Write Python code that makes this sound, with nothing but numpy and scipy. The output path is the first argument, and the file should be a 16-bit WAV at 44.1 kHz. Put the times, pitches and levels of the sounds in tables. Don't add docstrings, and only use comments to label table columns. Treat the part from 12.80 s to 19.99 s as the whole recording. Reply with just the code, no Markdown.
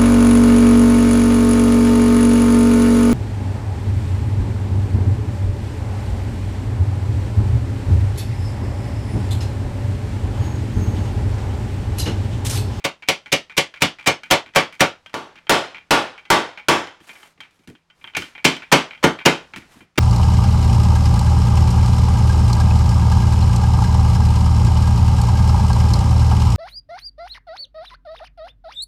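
import sys
import numpy as np
from scipy import signal
from scipy.fft import rfft, irfft
from scipy.io import wavfile
from scipy.ndimage import uniform_filter1d

SR = 44100
rng = np.random.default_rng(int(sys.argv[2]) if len(sys.argv) > 2 else 0)


def log_audio(samples):
    frames = np.atleast_2d(samples).T
    limited = np.clip(frames, -1, 1)
    pcm = np.round(limited * 32767).astype(np.int16)
    wavfile.write(sys.argv[1], SR, pcm)


N = 317079
RING = int(.6 * SR)
AGE_S = np.arange(RING) / SR
TIME_S = np.arange(N) / SR


def undb(db):
    return 10 ** (np.asarray(db) / 20)


def unit(x):
    return x / np.sqrt(np.mean(x ** 2))


def fade(t60_s):
    return np.exp(-np.log(1000) * AGE_S / max(t60_s, 1e-3))


def rise(tau_s):
    return 1 - np.exp(-AGE_S / tau_s)


def bins_hz(x):
    return np.maximum(np.arange(len(x) // 2 + 1) * SR / len(x), 1)


def colour(x, points):
    hz, db = np.transpose(points)
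    return irfft(rfft(x) * undb(np.interp(np.log(bins_hz(x)), np.log(hz), db)), len(x))


def noise(count, points):
    return unit(colour(rng.standard_normal(count), points))


def add(track, start_s, sound):
    start = max(int(start_s * SR), 0)
    part = sound[:max(N - start, 0)]
    track[start:start + len(part)] += part


def workshop():
    # frequency in Hz, rms level in dB.
    hum_tones = [(100, -86.5), (167, -75)]
    # frequency in Hz, spectral density in dB.
    air_spectrum = [(25, -7.5), (60, -1), (150, -3), (400, -11), (900, -9.5), (1500, -12.5), (3000, -18.5),
                    (5000, -20), (10000, -31), (16000, -44.5)]
    # time in seconds, level in dB.
    air_levels = [(0, -64), (2.2, -63), (4.6, -65), (4.95, -70), (5.07, -70.5), (5.2, -63), (6.9, -55.5),
                  (7.1, -68), (7.19, -73)]
    hum = sum(np.sqrt(2) * undb(db) * np.sin(2 * np.pi * hz * TIME_S) for hz, db in hum_tones)
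    return hum + undb(np.interp(TIME_S, *np.transpose(air_levels))) * noise(N, air_spectrum)


def sliding(gain_db=5, grain_db=1.5):
    # time in seconds, level in dB.
    slides = [
        [(4.2, -76), (4.254, -58), (4.266, -85), (4.276, -53), (4.334, -56.5), (4.454, -57), (4.54, -82),
         (4.56, -91)],
        [(4.69, -87), (4.704, -80), (4.752, -70), (4.804, -74.5), (4.856, -71), (4.86, -85.5)],
        [(5.14, -85.5), (5.212, -69), (5.222, -71), (5.262, -64), (5.304, -71), (5.32, -77)],
        [(6.85, -73), (6.86, -72), (6.878, -80), (6.932, -58.5), (7.008, -63), (7.06, -84.5)],
    ]
    # frequency in Hz, level in dB.
    friction_spectrum = [(100, -20), (200, 4), (450, 7), (900, 8), (1600, 8.5), (3000, 3.5), (5000, -0.5),
                         (9000, -2.5), (12000, -6), (16000, -18)]
    effort = sum(np.interp(TIME_S, s, undb(db), left=0, right=0) for s, db in map(np.transpose, slides))
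    effort = uniform_filter1d(effort, size=600)
    catch = unit(uniform_filter1d(rng.standard_normal(N), size=300))
    return noise(N, friction_spectrum) * effort * undb(gain_db + grain_db * catch)


def shimmer(depth=.7):
    slow = uniform_filter1d(rng.standard_normal((RING, 2)) @ [1, 1j], size=600)
    wobble = 1 + depth * slow / np.std(slow)
    return wobble / np.sqrt(1 + depth ** 2)


def rattles(contact_t60_s=.025, room_db=-16, room_t60_s=.33, bounce_db=-6, modes_db=-5, pick_db=9,
            bench_db=-16, bench_t60_s=.15, grip_hz=35):
    # start in seconds, level in dB, chatter in seconds, thud in dB, treble in dB,
    # favoured ring in Hz.
    taps = [ (0.002, -48, 0.023, -5, -2, 2420), (0.222, -36.5, 0.017, -9, -2, 2400),
            (0.4585, -37.5, 0.021, -3, 0, 2180), (0.696, -36.5, .03, -5, -2, 2370),
            (0.9385, -34, .035, -10, -1, 2350), (1.185, -39.5, 0.012, -3, -0.5, 2350),
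            (1.195, -37.5, 0.05, -5, 2, 2290), (1.433, -33.5, 0.0019, -5, 2, 2340),
            (1.458, -44, .01, 5, 0, 2410), (1.6605, -40, .03, 3, -1.5, 2350),
            (1.736, -44.5, .005, -3, 0, 2370), (1.924, -39, 0.029, 0, 5.5, 2370),
            (2.26, -39, .002, -3, 1, 3150), (2.294, -49, 0.0082, -3, 2.5, 3170),
            (2.331, -47, .004, 0, 4, 3100), (2.555, -39.5, 0.034, 2, -1, 2350),
            (2.668, -40, 0.0022, -3, -8, 3140), (2.945, -32.5, 0.039, -5, -5.5, 2450),
            (3.3772, -38.5, 0.018, -16, -2.5, 2460), (3.4514, -43, 0.012, -5, -2, 2360),
            (3.7735, -31.5, 0.025, -12, -4.5, 2340), (4.0708, -37.5, 0.0019, -5, 1, 3150),
            (4.2019, -47.5, 0.0042, 13, 1, 3150), (4.291, -37, 0.009, -3, -2, 2300),
            (4.3288, -51, 0.0053, -3, -3, 2380), (4.353, -44.5, 0.0032, -10, -10, 2380),
            (4.4286, -42, 0.0037, -11, -12, 3000), (4.576, -56, 0.0038, 18, -4, 2400),
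            (4.6032, -33.5, 0.0043, -9, 2, 3120), (4.633, -45.5, 0.026, -3, -6, 2420),
            (4.7072, -57, 0.002, 6, 6, 3150), (4.790, -60, 0.0096, 19.5, 6.5, 2400),
            (4.834, -62.5, 0.0048, 6, 0, 2420), (4.8732, -42, 0.027, 23.5, 8, 3090),
            (4.95, -49, .008, 6, -5, 3150), (5.0995, -50.5, .008, -9, -3, 3050),
            (5.211, -52, .01, 5, -4, 2350), (5.241, -35, .01, -2.5, -29, 3000),
            (5.274, -40.5, .025, -16, -16, 3100), (5.335, -46, 0.014, -3, -8, 3080),
            (5.3493, -25, 0.0011, -24, -3, 2370), (5.3675, -17, .001, 7.5, 7, 2780),
            (5.4203, -27.5, 0.0021, 3, 1.5, 3130), (5.550, -36.5, .008, -3, -17, 2340),
            (5.578, -37.5, 0.012, -11, -18, 2300), (5.764, -34.5, 0.0059, 0, 3.5, 3100),
            (5.8207, -33.5, 0.016, -7, -7, 2300), (6.1076, -33.5, 0.042, -10, -9, 2450),
            (6.1755, -46.5, .004, -9, -9, 3150), (6.387, -30, 0.027, -9, -8, 2390),
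            (6.735, -32.5, 0.0037, 4, -4, 2350), (6.7599, -31, 0.021, 11.5, 6, 2460),
            (6.819, -45, 0.0058, 11, -7, 1510), (6.951, -57, 0.013, 28.5, 0, 2410),
            (7.0052, -42.5, 0.004, 14.5, -18, 2400), (7.156, -52, 0.011, 8, 5.5, 2400)]
    # frequency in Hz, level in dB, t60 in seconds.
    dowel_modes = [(874, -11, .15), (1480, -7.5, 0.12), (1600, -11, .08), (2080, -7.5, .12),
                   (2290, -6, 0.15), (2425, -7.5, 0.14), (2760, -10.5, 0.13), (3070, -7.5, 0.081),
                   (3165, -8, 0.12)]
    # frequency in Hz, level in dB.
    click_spectrum = [(60, -22.5), (180, -13.5), (500, -7), (900, -2), (1500, 3.5), (2300, 4.5),
                      (3200, -0.5), (4000, -6), (6500, -16), (11000, -29), (16000, -41.5)]
    thud_spectrum = [(40, -20), (90, -6), (160, -3.5), (330, -2), (480, -17.5), (1500, -39), (5000, -69.5)]
    out = np.zeros(N)
    mode_hz, mode_db, _ = np.transpose(dowel_modes)
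    modes = np.array([np.exp(2j * np.pi * hz * AGE_S) * fade(t60_s) for hz, _, t60_s in dowel_modes])
    for start_s, level_db, chatter_s, thud_db, treble_db, ring_hz in taps:
        dowel = undb(mode_db + pick_db / (1 + ((mode_hz - ring_hz) / 200) ** 2)) @ modes
        dowel *= np.exp(2j * np.pi * grip_hz * rng.standard_normal() * AGE_S)
        tilt = [(3200, .02), (6000, treble_db), (11000, 2.1 * treble_db)]
        bounces_s = chatter_s * (np.arange(3) + rng.uniform(.6, 1, 3)) / 3
        for delay_s, contact_db in [(.0011, 0)] + [(s, bounce_db) for s in bounces_s]:
            click = colour(noise(RING, click_spectrum), tilt)
            click *= fade(contact_t60_s) + undb(room_db) * fade(room_t60_s)
            ring = undb(modes_db - .47 * max(thud_db, 0)) * (dowel * shimmer()).real
            thud = noise(RING, thud_spectrum) * fade(bench_t60_s) * rise(.005)
            contact = (click + ring + undb(bench_db + thud_db) * thud) * rise(.00021)
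            add(out, start_s + delay_s, undb(level_db + contact_db) * contact)
    return out


def ripple(x, depth_db=3.5, spacing_hz=100):
    hz = bins_hz(x)
    heights = rng.standard_normal(2000)
    db = depth_db * np.interp(hz / spacing_hz, np.arange(len(heights)), heights) * hz / (hz + 1200)
    return irfft(rfft(x) * undb(db), len(x))


def room_decay(x, t60_s, low_hz=450, high_hz=6000):
    spectrum, hz = rfft(x), bins_hz(x)
    low = irfft(spectrum / (1 + (hz / low_hz) ** 4), RING)
    high = irfft(spectrum / (1 + (high_hz / hz) ** 4), RING)
    mid = x - low - high
    return low * fade(.86 * t60_s) * rise(.0039) + mid * fade(t60_s) + high * fade(.65 * t60_s)


def mallet(wash_db=-3, crack_db=2, crack_t60_s=.05, scatter_db=1.5, detune=.004):
    # start in seconds, level in dB, mid-band t60 in seconds, lead-in in seconds, then
    # lead-in, bench thud, block knock and dowel crack in dB.
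    blows = [ (0.0515, -17.5, 0.19, .010, -1.5, 0, -0.5, 4.5), (0.2865, -13.5, 0.2, 0.01, -27.5, -1, -2, 9),
             (0.5270, -11.5, 0.19, 0.0086, -6.5, 0.5, -4, 8), (0.7776, -10.5, 0.19, 0.01, -11.5, -2, -3, 8),
             (1.02, -14.5, 0.2, 0.013, -23, 9, 5.5, 12), (1.2725, -7, 0.19, 0.012, -10, 2, 0.5, 4.5),
             (1.51, 1, 0.19, 0.0073, -20.5, -5, -2, 2), (1.7598, -4, 0.22, 0.011, -19.5, -0.5, 0, 3),
             (2.0061, -4, 0.22, 0.011, -20, -1.5, -0.5, 2), (2.3412, -25.5, 0.46, .001, -13, -1, 3, 0.5),
             (2.6946, -4, .37, 0.00089, -24.5, -3.5, 0.5, 2), (3.108, -5, .38, 0.0011, -26, -1.5, 2.5, 2.5),
             (3.5026, -5, 0.37, 0.0015, -27, -1, 3.5, 3), (3.8847, -8, 0.39, 0.0011, -31, 1, 3.5, 3.5),
             (5.3668, -33.5, 0.35, .001, -13, 1, -24, 9.5),
             (5.65, -13.5, 0.29, 0.0066, -5.5, 4.5, 2.5, 9.5), (5.9247, -3, 0.27, 0.0087, -7, -1.5, 0, 2),
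             (6.24, -7, 0.26, 0.012, -9, 3, 2, -2.5), (6.4595, -7, 0.29, 0.0073, -6, 0.5, 0, 3),
             (7.1805, -13, .25, 0.0047, -3, 6.5, 2.5, 0)]
    # frequency in Hz, then relative level in dB in runs 1, 2 and 3.
    bench_modes = [(101, -6, -7, -10.5), (144, -2, -6, 0), (170.2, -4, -8.5, 0.5), (226.7, -8.5, -3.5, -6),
                   (260.8, -7.5, -0.5, 4), (289, -3, -2, 3), (316, -7, -0.5, 1.5), (348.9, 0.5, 5, 5),
                   (397, -8.5, 1.5, -2), (454.2, -3.5, 0, 2), (558.5, 5.5, 1.5, 1), (621, -5, 0, -9),
                   (710, -17, -6, -20), (749, 2, -6.5, -5), (818.3, -3, -1.5, -6), (873, -3.5, 3, 1.5),
                   (923.6, 1, 3.5, -11.5), (1023, -9, -4, -15), (1088, -10.5, -8, -12),
                   (1138, 1, 2.5, -22.5), (1175, -6.5, -2, -7), (1324, -13, -8, -5.5), (1441, -12, -7, -8),
                   (1550, -5.5, -7.5, -1.5), (2085, -8, -8.5, -4), (2166, -1, -25, -0.5),
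                   (2226, -4.5, -11, -4), (2374, -2.5, -6, -5), (2980, -7.5, -7, -9),
                   (3092, -10.5, -11, -1.5)]
    run_starts_s = [2.2, 5]
    # frequency in Hz, level in dB.
    wash_spectrum = [(25, -16.5), (60, -11.5), (130, -4), (300, 2.5), (600, 2.5), (950, 0.5), (1400, -1),
                     (1850, -3), (2300, -6), (3200, -5.5), (4000, -11.5), (6300, -15), (10000, -24),
                     (16000, -42)]
    crack_spectrum = [(40, -17.5), (150, -11.5), (550, 1), (1000, 0.5), (1800, 0), (2600, -1.5),
                      (4000, -8.5), (6300, -12), (10000, -22), (16000, -27.5)]
    out = np.zeros(N)
    room = rng.standard_normal(RING)
    mode_hz, *spots_db = np.transpose(bench_modes)
    phase = rng.uniform(0, 2 * np.pi, (len(mode_hz), 1))
    for start_s, level_db, t60_s, lead_s, lead_db, thud_db, knock_db, bright_db in blows:
        tone = [(260, thud_db), (560, .0058), (950, knock_db), (1600, knock_db), (2300, bright_db)]
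        answer = room + .8 * rng.standard_normal(RING)
        wash = colour(unit(ripple(colour(answer, wash_spectrum))), tone)
        crack = colour(unit(ripple(noise(RING, crack_spectrum))), tone)
        spot = undb(spots_db[np.searchsorted(run_starts_s, start_s)])
        tone_db = np.interp(mode_hz, *np.transpose(tone)) + scatter_db * rng.standard_normal(len(spot))
        gains = spot / np.sqrt(np.sum(spot ** 2) / 2) * undb(tone_db)
        pitch_hz = mode_hz * (1 + detune * rng.standard_normal(len(spot)))
        modes = gains @ np.sin(2 * np.pi * np.outer(pitch_hz, AGE_S) + phase)
        body = modes * fade(.71 * t60_s) * rise(.0033) + undb(wash_db) * room_decay(wash, t60_s)
        add(out, start_s, undb(level_db) * (body + undb(crack_db) * crack * fade(crack_t60_s)))
        count = int(np.clip(lead_s * SR, 2, RING))
        swell = crack[-count:] * np.linspace(.25, 1, count)
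        add(out, start_s - count / SR, undb(level_db + lead_db) * swell)
    return out


def scene():
    return (mallet() + rattles() + sliding() + workshop())[None]


def record(dry):
    # time in seconds, overload level in dB.
    overload_levels = [(0, -7), (1.0, -6.5), (1.5, -7.5), (2.1, -5.5), (2.5, -9), (4.2, -7), (5.3, 3),
                       (5.9, -3.5), (7.19, 8)]
    ceiling = undb(np.interp(TIME_S, *np.transpose(overload_levels)))
    clipped = dry / (1 + (dry / ceiling) ** 6) ** (1 / 6)
    return signal.sosfilt(signal.ellip(10, .2, 80, 16000, fs=SR, output="sos"), clipped)


dry = scene()
out = record(dry)
log_audio(out)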